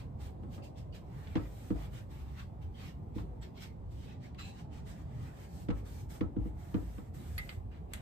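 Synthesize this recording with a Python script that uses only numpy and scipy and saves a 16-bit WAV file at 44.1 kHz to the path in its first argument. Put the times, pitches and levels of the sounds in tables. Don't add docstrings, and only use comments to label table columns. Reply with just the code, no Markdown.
import sys
import numpy as np
from scipy import signal
from scipy.fft import rfft, irfft, next_fast_len
from scipy.io import wavfile
from scipy.ndimage import uniform_filter1d

SR = 44100
rng = np.random.default_rng(int(sys.argv[2]) if len(sys.argv) > 2 else 0)


def put_to_file(sound):
    columns = np.atleast_2d(sound).T
    safe = np.clip(columns, -1, 1)
    whole_steps = np.round(safe * 32767)
    wavfile.write(sys.argv[1], SR, whole_steps.astype(np.int16))


N = 353241


def gain_of(db):
    return 10 ** (np.asarray(db) / 20)


def evened(x):
    return x / np.sqrt(np.mean(x ** 2) + 1e-20)


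def read(points, hz):
    f, value = np.transpose(points)
    return np.interp(np.log(hz + 1), np.log(f + 1), value)


def add(mix, start_s, sound):
    part = mix[:, round(start_s * SR):][:, :sound.shape[1]]
    part += sound[:, :part.shape[1]]


def band_pass(order, edges_hz):
    return signal.butter(order, edges_hz, "band", fs=SR)


def noise(colour_db, size, patchy_db, patch_hz, patch_s, lo_hz, hi_hz):
    hop, hz = size // 4, np.fft.rfftfreq(size, 1 / SR)
    a, b, c, d, patches = rng.standard_normal((N // hop + 5, len(hz), 5)).T
    patches = uniform_filter1d(patches, max(round(patch_hz * size / SR), 1), 0)
    patches = evened(uniform_filter1d(patches, max(round(patch_s * SR / hop), 1), 1))
    level = gain_of(colour_db(hz)[:, None] + patchy_db * patches)
    in_band = (hz >= lo_hz) & (hz <= hi_hz)
    share = (level[in_band] ** 2).sum() / (level ** 2).sum()
    spectra = np.array([a + 1j * b, c + 1j * d]) * level
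    sound = signal.istft(spectra, nperseg=size, noverlap=size - hop)[1][:, :N]
    return evened(sound) / np.sqrt(share)


def ring(modes, t, rise_s, scatter_db):
    hz, db, t60_s, right_ratio = np.transpose(modes)[:, :, None]
    decay_db = db - 60 * t / t60_s + scatter_db * rng.standard_normal(hz.shape)
    size = gain_of(decay_db) * (1 - np.exp(-t / rise_s)) ** 2
    left = size * np.sin(2 * np.pi * hz * t)
    return np.array([left.sum(0), (right_ratio * left).sum(0)]) / abs(left.sum(0)).max()


# frequency in Hz, level in dB.
RUMBLE_COLOUR = [(33, -44), (55, 4), (94, 1), (180, -8), (300, -15.5), (500, -18.5), (813, -19.5),
                 (1470, -42), (3000, -51.5), (15000, -84)]
# time in seconds, rumble level in dB, tyre roar in dB against the rumble.
TRAFFIC_SWELL = [(0, -45, -1), (.6, -44.5, 0), (1.8, -45.5, -4), (3.3, -44, -5), (4.15, -45.5, -3.5),
                 (4.6, -44.5, -3), (8.01, -45.5, -3.5)]


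def traffic():
    s, rumble_db, roar_db = np.transpose(TRAFFIC_SWELL)
    t = np.arange(N) / SR
    road = noise(lambda hz: read(RUMBLE_COLOUR, hz), 2048, 2.3, 60, .15, 40, 200)
    roar = signal.filtfilt(*band_pass(1, [350, 1000]), road)
    rumble_gain = gain_of(np.interp(t, s, rumble_db))
    roar_gain = gain_of(np.interp(t, s, rumble_db + roar_db))
    return (road - roar) * rumble_gain + roar * roar_gain


# time of full speed in seconds, run-up in seconds, hold in seconds,
# gain of the fibre hiss in dB, gain of the slat scrub in dB.
CLOTH_STROKES = [(0, .05, 0.0012, -69, -59.5), (0.213, 0.038, 0.054, -65, -62), (0.432, 0.065, 0, -81, -82),
                 (0.547, 0.071, 0, -62.5, -65), (.645, 0.026, 0, -63, -68.5),
                 (0.785, 0.042, 0.0015, -70, -65.5), (0.952, 0.027, 0.0059, -66.5, -60),
                 (1.186, 0.23, 0.28, -74, -65), (1.607, 0.41, 0.086, -66.5, -68.5),
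                 (1.82, 0.18, 0.032, -68, -60), (1.942, 0.055, 0.049, -66, -60),
                 (2.115, 0.042, 0.1, -71.5, -66), (2.3, 0.25, 0.13, -76, -69.5),
                 (2.397, 0.063, 0, -68, -54), (2.628, .033, 0, -75, -66), (2.811, 0.1, 0.075, -69, -58),
                 (3.159, 0.027, 0.043, -70.5, -65), (3.43, 0.024, 0.0012, -71, -58),
                 (3.578, 0.045, 0.0033, -77, -61.5), (3.628, 0.056, 0.0066, -60.5, -54.5),
                 (3.921, 0.051, 0.15, -72, -73), (4.032, 0.085, 0.017, -73, -64),
                 (4.085, 0.042, 0.044, -80, -65), (4.24, 0.059, 0.023, -71, -64.5),
                 (4.399, 0.029, 0.0037, -69, -52.5), (4.454, 0.059, 0.039, -62, -64),
                 (4.599, 0.14, 0, -63.5, -63), (4.735, 0.046, 0.05, -66.5, -65.5),
                 (4.875, 0.036, 0.039, -60.5, -64.5), (4.988, 0.28, 0.026, -70.5, -69),
                 (5.245, 0.36, 0.044, -67.5, -66), (5.412, 0.21, 0.038, -65, -66.5),
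                 (5.551, 0.15, 0.077, -64, -72.5), (5.786, 0.12, 0, -67, -66.5),
                 (5.863, 0.034, 0.15, -63.5, -70.5), (6.107, 0.027, 0.054, -60, -66),
                 (6.473, 0.13, 0, -72, -71), (6.61, 0.099, 0.38, -70, -70), (7.012, .1, 0.066, -77, -76.5),
                 (7.148, 0.021, 0.39, -66, -67), (7.72, 0.017, 0.053, -88, -67.5),
                 (7.925, 0.056, 0.17, -76, -66)]
EDGE_DB, LIFT_S = -28.5, 0.1
RISE_BEND, LIFT_BEND = 1.3, 1.11
HISS_REST_DB, SCRUB_REST_DB = -85.5, -95.5


def stroke():
    t = np.arange(0, N, 64) / SR
    s, rise_s, hold_s, hiss_db, scrub_db = np.transpose(CLOTH_STROKES)[:, :, None]
    before = np.maximum(s - t, 0) / np.maximum(rise_s, .005)
    after = np.maximum(t - s - hold_s, 0) / LIFT_S
    shape_db = EDGE_DB * (before ** RISE_BEND + after ** LIFT_BEND)
    gains = []
    for db, rest_db in ((hiss_db, HISS_REST_DB), (scrub_db, SCRUB_REST_DB)):
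        power = (gain_of(db + shape_db) ** 2).sum(0) + gain_of(rest_db) ** 2
        gains.append(np.interp(np.arange(N) / SR, t, np.sqrt(power)))
    return gains


# frequency in Hz, level in dB.
FIBRE_COLOUR = [(900, -18), (2000, 1), (4000, 4.5), (9000, 4.5), (14000, 2.5), (15800, -1.5)]
# frequency in Hz, level in dB.
SCRUB_COLOUR = [(500, -3), (1100, 5), (1800, 5.5), (3000, 2.5), (4500, -4), (6000, -8), (9000, -21.5)]
# frequency in Hz, width in Hz, boost in dB (half of it in the hiss).
SLAT_PEAKS = [(3770, 150, 2), (4420, 120, 1), (7500, 110, 0)]
# time in seconds, dB by which thin slats sound brighter than broad ones,
# level of the top of the hiss in dB.
WIPED_SPOT = [(.4, -2, -2), (.7, 21, -6), (1.15, -4, 2), (2.5, 0.5, -0.5), (3.5, 9, 1), (4.6, 4, -13),
              (5.3, -14, -5), (6.8, -6.5, 1)]


def slats_db(hz):
    return sum(db / (1 + (2 * (hz - f) / width) ** 2) for f, width, db in SLAT_PEAKS)


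def cloth():
    light, pressed = stroke()
    even_db, slips_db = 2.2, 2.9
    hiss = noise(lambda hz: read(FIBRE_COLOUR, hz) + .5 * slats_db(hz),
                 512, even_db, 300, 0.067, 4400, 18500)
    scrub = noise(lambda hz: read(SCRUB_COLOUR, hz) + slats_db(hz), 512, slips_db, 150, .07, 1500, 7500)
    broad = signal.filtfilt(*signal.butter(2, 2500, fs=SR), scrub)
    low_hiss = signal.filtfilt(*signal.butter(2, 8500, fs=SR), hiss)
    s, thin_db, top_db = np.transpose(WIPED_SPOT)
    t = np.arange(N) / SR
    tilt = gain_of(np.interp(t, s, thin_db / 2))
    top = gain_of(np.interp(t, s, top_db))
    fibres = (low_hiss + (hiss - low_hiss) * top) * light
    slips = (broad / tilt + (scrub - broad) * tilt) * pressed
    return fibres + slips


# frequency in Hz, level in dB, t60 in seconds,
# size at the right port as a ratio to the left (negative = opposite phase).
FRAME_MODES = [(117.6, -0.5, 0.18, -0.89), (152, 7, 0.092, -0.35), (198, 3, 0.077, 1.63),
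               (279.7, -2.5, 0.23, 0.048), (298.5, -1.5, 0.091, 2.02), (313.1, -8.5, 0.24, 1.43),
               (480.3, -2, 0.078, 0.39)]
# Hz, dB, t60 in seconds, right-to-left ratio.
DECK_MODES = [(54.43, -1.5, 0.73, 0.91), (73.6, 6, 0.21, 0.11), (96.2, 13, 0.087, 0.84)]
# time in seconds, blow level in dB,
# deck thump level in dB, crack level in dB.
LEG_KNOCKS = [(0.435, -42, -56, -58), (0.58, -40.5, -63, -55.5), (1.356, -20, -68, -40),
              (1.368, -30, -32.5, -44), (1.705, -23, -30, -49), (3.161, -30.5, -35.5, -71),
              (3.183, -42, -39, -49), (5.687, -23, -31, -45), (5.704, -29.5, -61, -43.5),
              (6.21, -21, -30.5, -43.5), (6.365, -25, -28, -58), (6.456, -30.5, -52, -64),
              (6.744, -22, -31, -45), (6.982, -37, -59, -53.5)]


def knocks():
    out, t = np.zeros((2, N)), np.arange(SR // 2) / SR
    unevenness_db = 1.5
    swell_s = 0.83 / np.transpose(DECK_MODES)[0][:, None]
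    for s, blow_db, thump_db, _ in LEG_KNOCKS:
        add(out, s - .002, gain_of(blow_db) * ring(FRAME_MODES, t, 0.0045, unevenness_db))
        add(out, s + 0.0115, gain_of(thump_db) * ring(DECK_MODES, t, swell_s, unevenness_db))
    return out


def cracks():
    out, t = np.zeros((2, N)), np.arange(SR // 4) / SR
    edges_hz = ([1400, 3250], [464, 1210], [1297, 1310], [164, 430])
    bands = [band_pass(2, hz) for hz in edges_hz]
    settling = .18 * (1 - np.exp(-t / .02)) ** 2 * np.exp(-t / .045)
    for s, blow_db, _, crack_db in LEG_KNOCKS:
        snap, clatter, hollow, joints = (
            evened(signal.lfilter(*band, rng.standard_normal((2, len(t))))) for band in bands)
        burst = gain_of(crack_db / 2 + 19) * snap * np.exp(-t / 0.0078)
        burst += clatter * np.exp(-t / 0.024)
        burst += hollow * np.exp(-t / 0.018)
        add(out, s - .0015, gain_of(crack_db) * (1 - np.exp(-t / 0.00074)) * burst)
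        add(out, s, gain_of(blow_db) * joints * settling)
    return out


# start in seconds, length in seconds
# (the fade to silence takes 2.1 lengths), frequency in Hz, level in dB.
SLAT_SINGS = [(0.525, 0.031, 2820, -72), (0.622, 0.041, 4640, -68.5), (0.755, 0.04, 3400, -71),
              (0.925, .04, 2820, -64.5), (0.62, 0.035, 2680, -63.5), (0.922, 0.034, 4600, -67),
              (2.743, 0.097, 3140, -66.5), (3.413, 0.022, 7750, -67), (3.604, 0.08, 2130, -68),
              (4.24, 0.02, 2170, -63), (4.385, 0.023, 1280, -53.5), (4.382, 0.08, 2630, -56),
              (4.385, 0.085, 4000, -59), (4.39, .055, 7470, -66), (4.71, .035, 3100, -77),
              (4.865, 0.026, 1980, -64), (1.754, .07, 680, -53)]
SING_WIDTH_HZ = 110


def singing():
    out = np.zeros((2, N))
    for s, length_s, hz, db in SLAT_SINGS:
        t = np.arange(round(2.1 * length_s * SR)) / SR
        pole = np.exp((2j * hz - SING_WIDTH_HZ) * np.pi / SR)
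        tone = signal.lfilter([1], [1, -pole], rng.standard_normal((2, SR // 2))).real
        tone = evened(tone[:, -len(t):])
        fade = np.minimum(t / 0.0043, 1) * np.cos(np.pi / 2 * t / t[-1])
        add(out, s, gain_of(db) * tone * fade)
    return out


# frequency in Hz, level in dB, t60 in seconds.
RAIL_MODES = [(1250, -5.5, 0.14), (2025, 2, 0.23), (2110, -0.5, 0.12), (3840, -15, 0.12), (4540, 3, 0.05)]
# start in seconds, click level in dB, rail ring in dB against the click,
# treble in dB against the click.
RAIL_TICKS = [(1.272, -56.5, -12, -28), (1.759, -73, -12, -25), (4.346, -62, -4, -16),
              (7.38, -44, 11.5, -11), (7.492, -45.5, 3.5, -34), (7.935, -43.5, -2, -1.5)]
PING_HZ, PING_DB, PING_T60_S = 11280, -17.5, 0.05


def ticks():
    out, t = np.zeros((2, N)), np.arange(SR // 3) / SR
    body_band = signal.butter(3, [1300, 3770], "band", fs=SR, output="sos")
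    treble_band = signal.butter(3, [6500, 12200], "band", fs=SR, output="sos")
    body_decay = 1.14 * np.exp(-t / 0.0032) + 0.53 * np.exp(-t / 0.028)
    treble_decay = 1.54 * np.exp(-t / 0.0027) + 0.42 * np.exp(-t / 0.027)
    rail_modes = [(*mode, (-1) ** k) for k, mode in enumerate(RAIL_MODES)]
    for s, db, ring_db, treble_db in RAIL_TICKS:
        a, b, waver = rng.standard_normal((3, 2, len(t)))
        click = evened(signal.sosfilt(body_band, a)) * body_decay
        click += gain_of(treble_db) * evened(signal.sosfilt(treble_band, b)) * treble_decay
        rail = ring(rail_modes, t, 0.00027, 3.6)
        rail *= 1 + .5 * evened(uniform_filter1d(waver, 200))
        ping = ring([(PING_HZ, PING_DB, PING_T60_S, 1)], t, 0.00092, 0)
        ping *= gain_of(PING_DB + 2 * ring_db)
        add(out, s, gain_of(db) * (click + gain_of(ring_db) * rail + ping))
    return out


# frequency in Hz, left-right likeness from 0 to 1.
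PORT_LIKENESS = [(40, 1), (250, 0.84), (520, 0.19), (1000, 0.3), (4500, 0.17), (6500, 0.13), (7800, 1)]
# frequency in Hz, radians by which the left leads.
LEFT_LEAD = [(300, -0.5), (520, -1.5), (750, -4), (1200, -1.5), (1800, -5.5), (5300, -16)]
# frequency in Hz, left over right in dB.
LEFT_OVER_RIGHT = [(800, -1.1), (4000, -1.5), (8000, -0.5)]
LATE_S, IN_PHASE_HZ = 1 / 5200, 7950


def ports(paths):
    size = next_fast_len(N)
    hz = np.fft.rfftfreq(size, 1 / SR)
    left, other = rfft(paths, size)
    alike = np.clip(read(PORT_LIKENESS, hz), 0, 1)
    treble_lead = 2 * np.pi * (hz - IN_PHASE_HZ) * LATE_S
    lead = np.where(hz < LEFT_LEAD[-1][0], read(LEFT_LEAD, hz), treble_lead)
    right = (alike * left + np.sqrt(1 - alike ** 2) * other) * np.exp(-1j * lead)
    tilt = gain_of(read(LEFT_OVER_RIGHT, hz) / 2)
    return irfft(np.array([left * tilt, right / tilt]), size)[:, :N]


def scene():
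    return ports(traffic() + cloth() + cracks() + singing() + ticks()) + knocks()


def record(dry):
    low_pass = signal.firwin(511, 15900, window=("kaiser", 9), fs=SR)
    return signal.oaconvolve(dry, low_pass[None], "same")


dry = scene()
out = record(dry)
put_to_file(out)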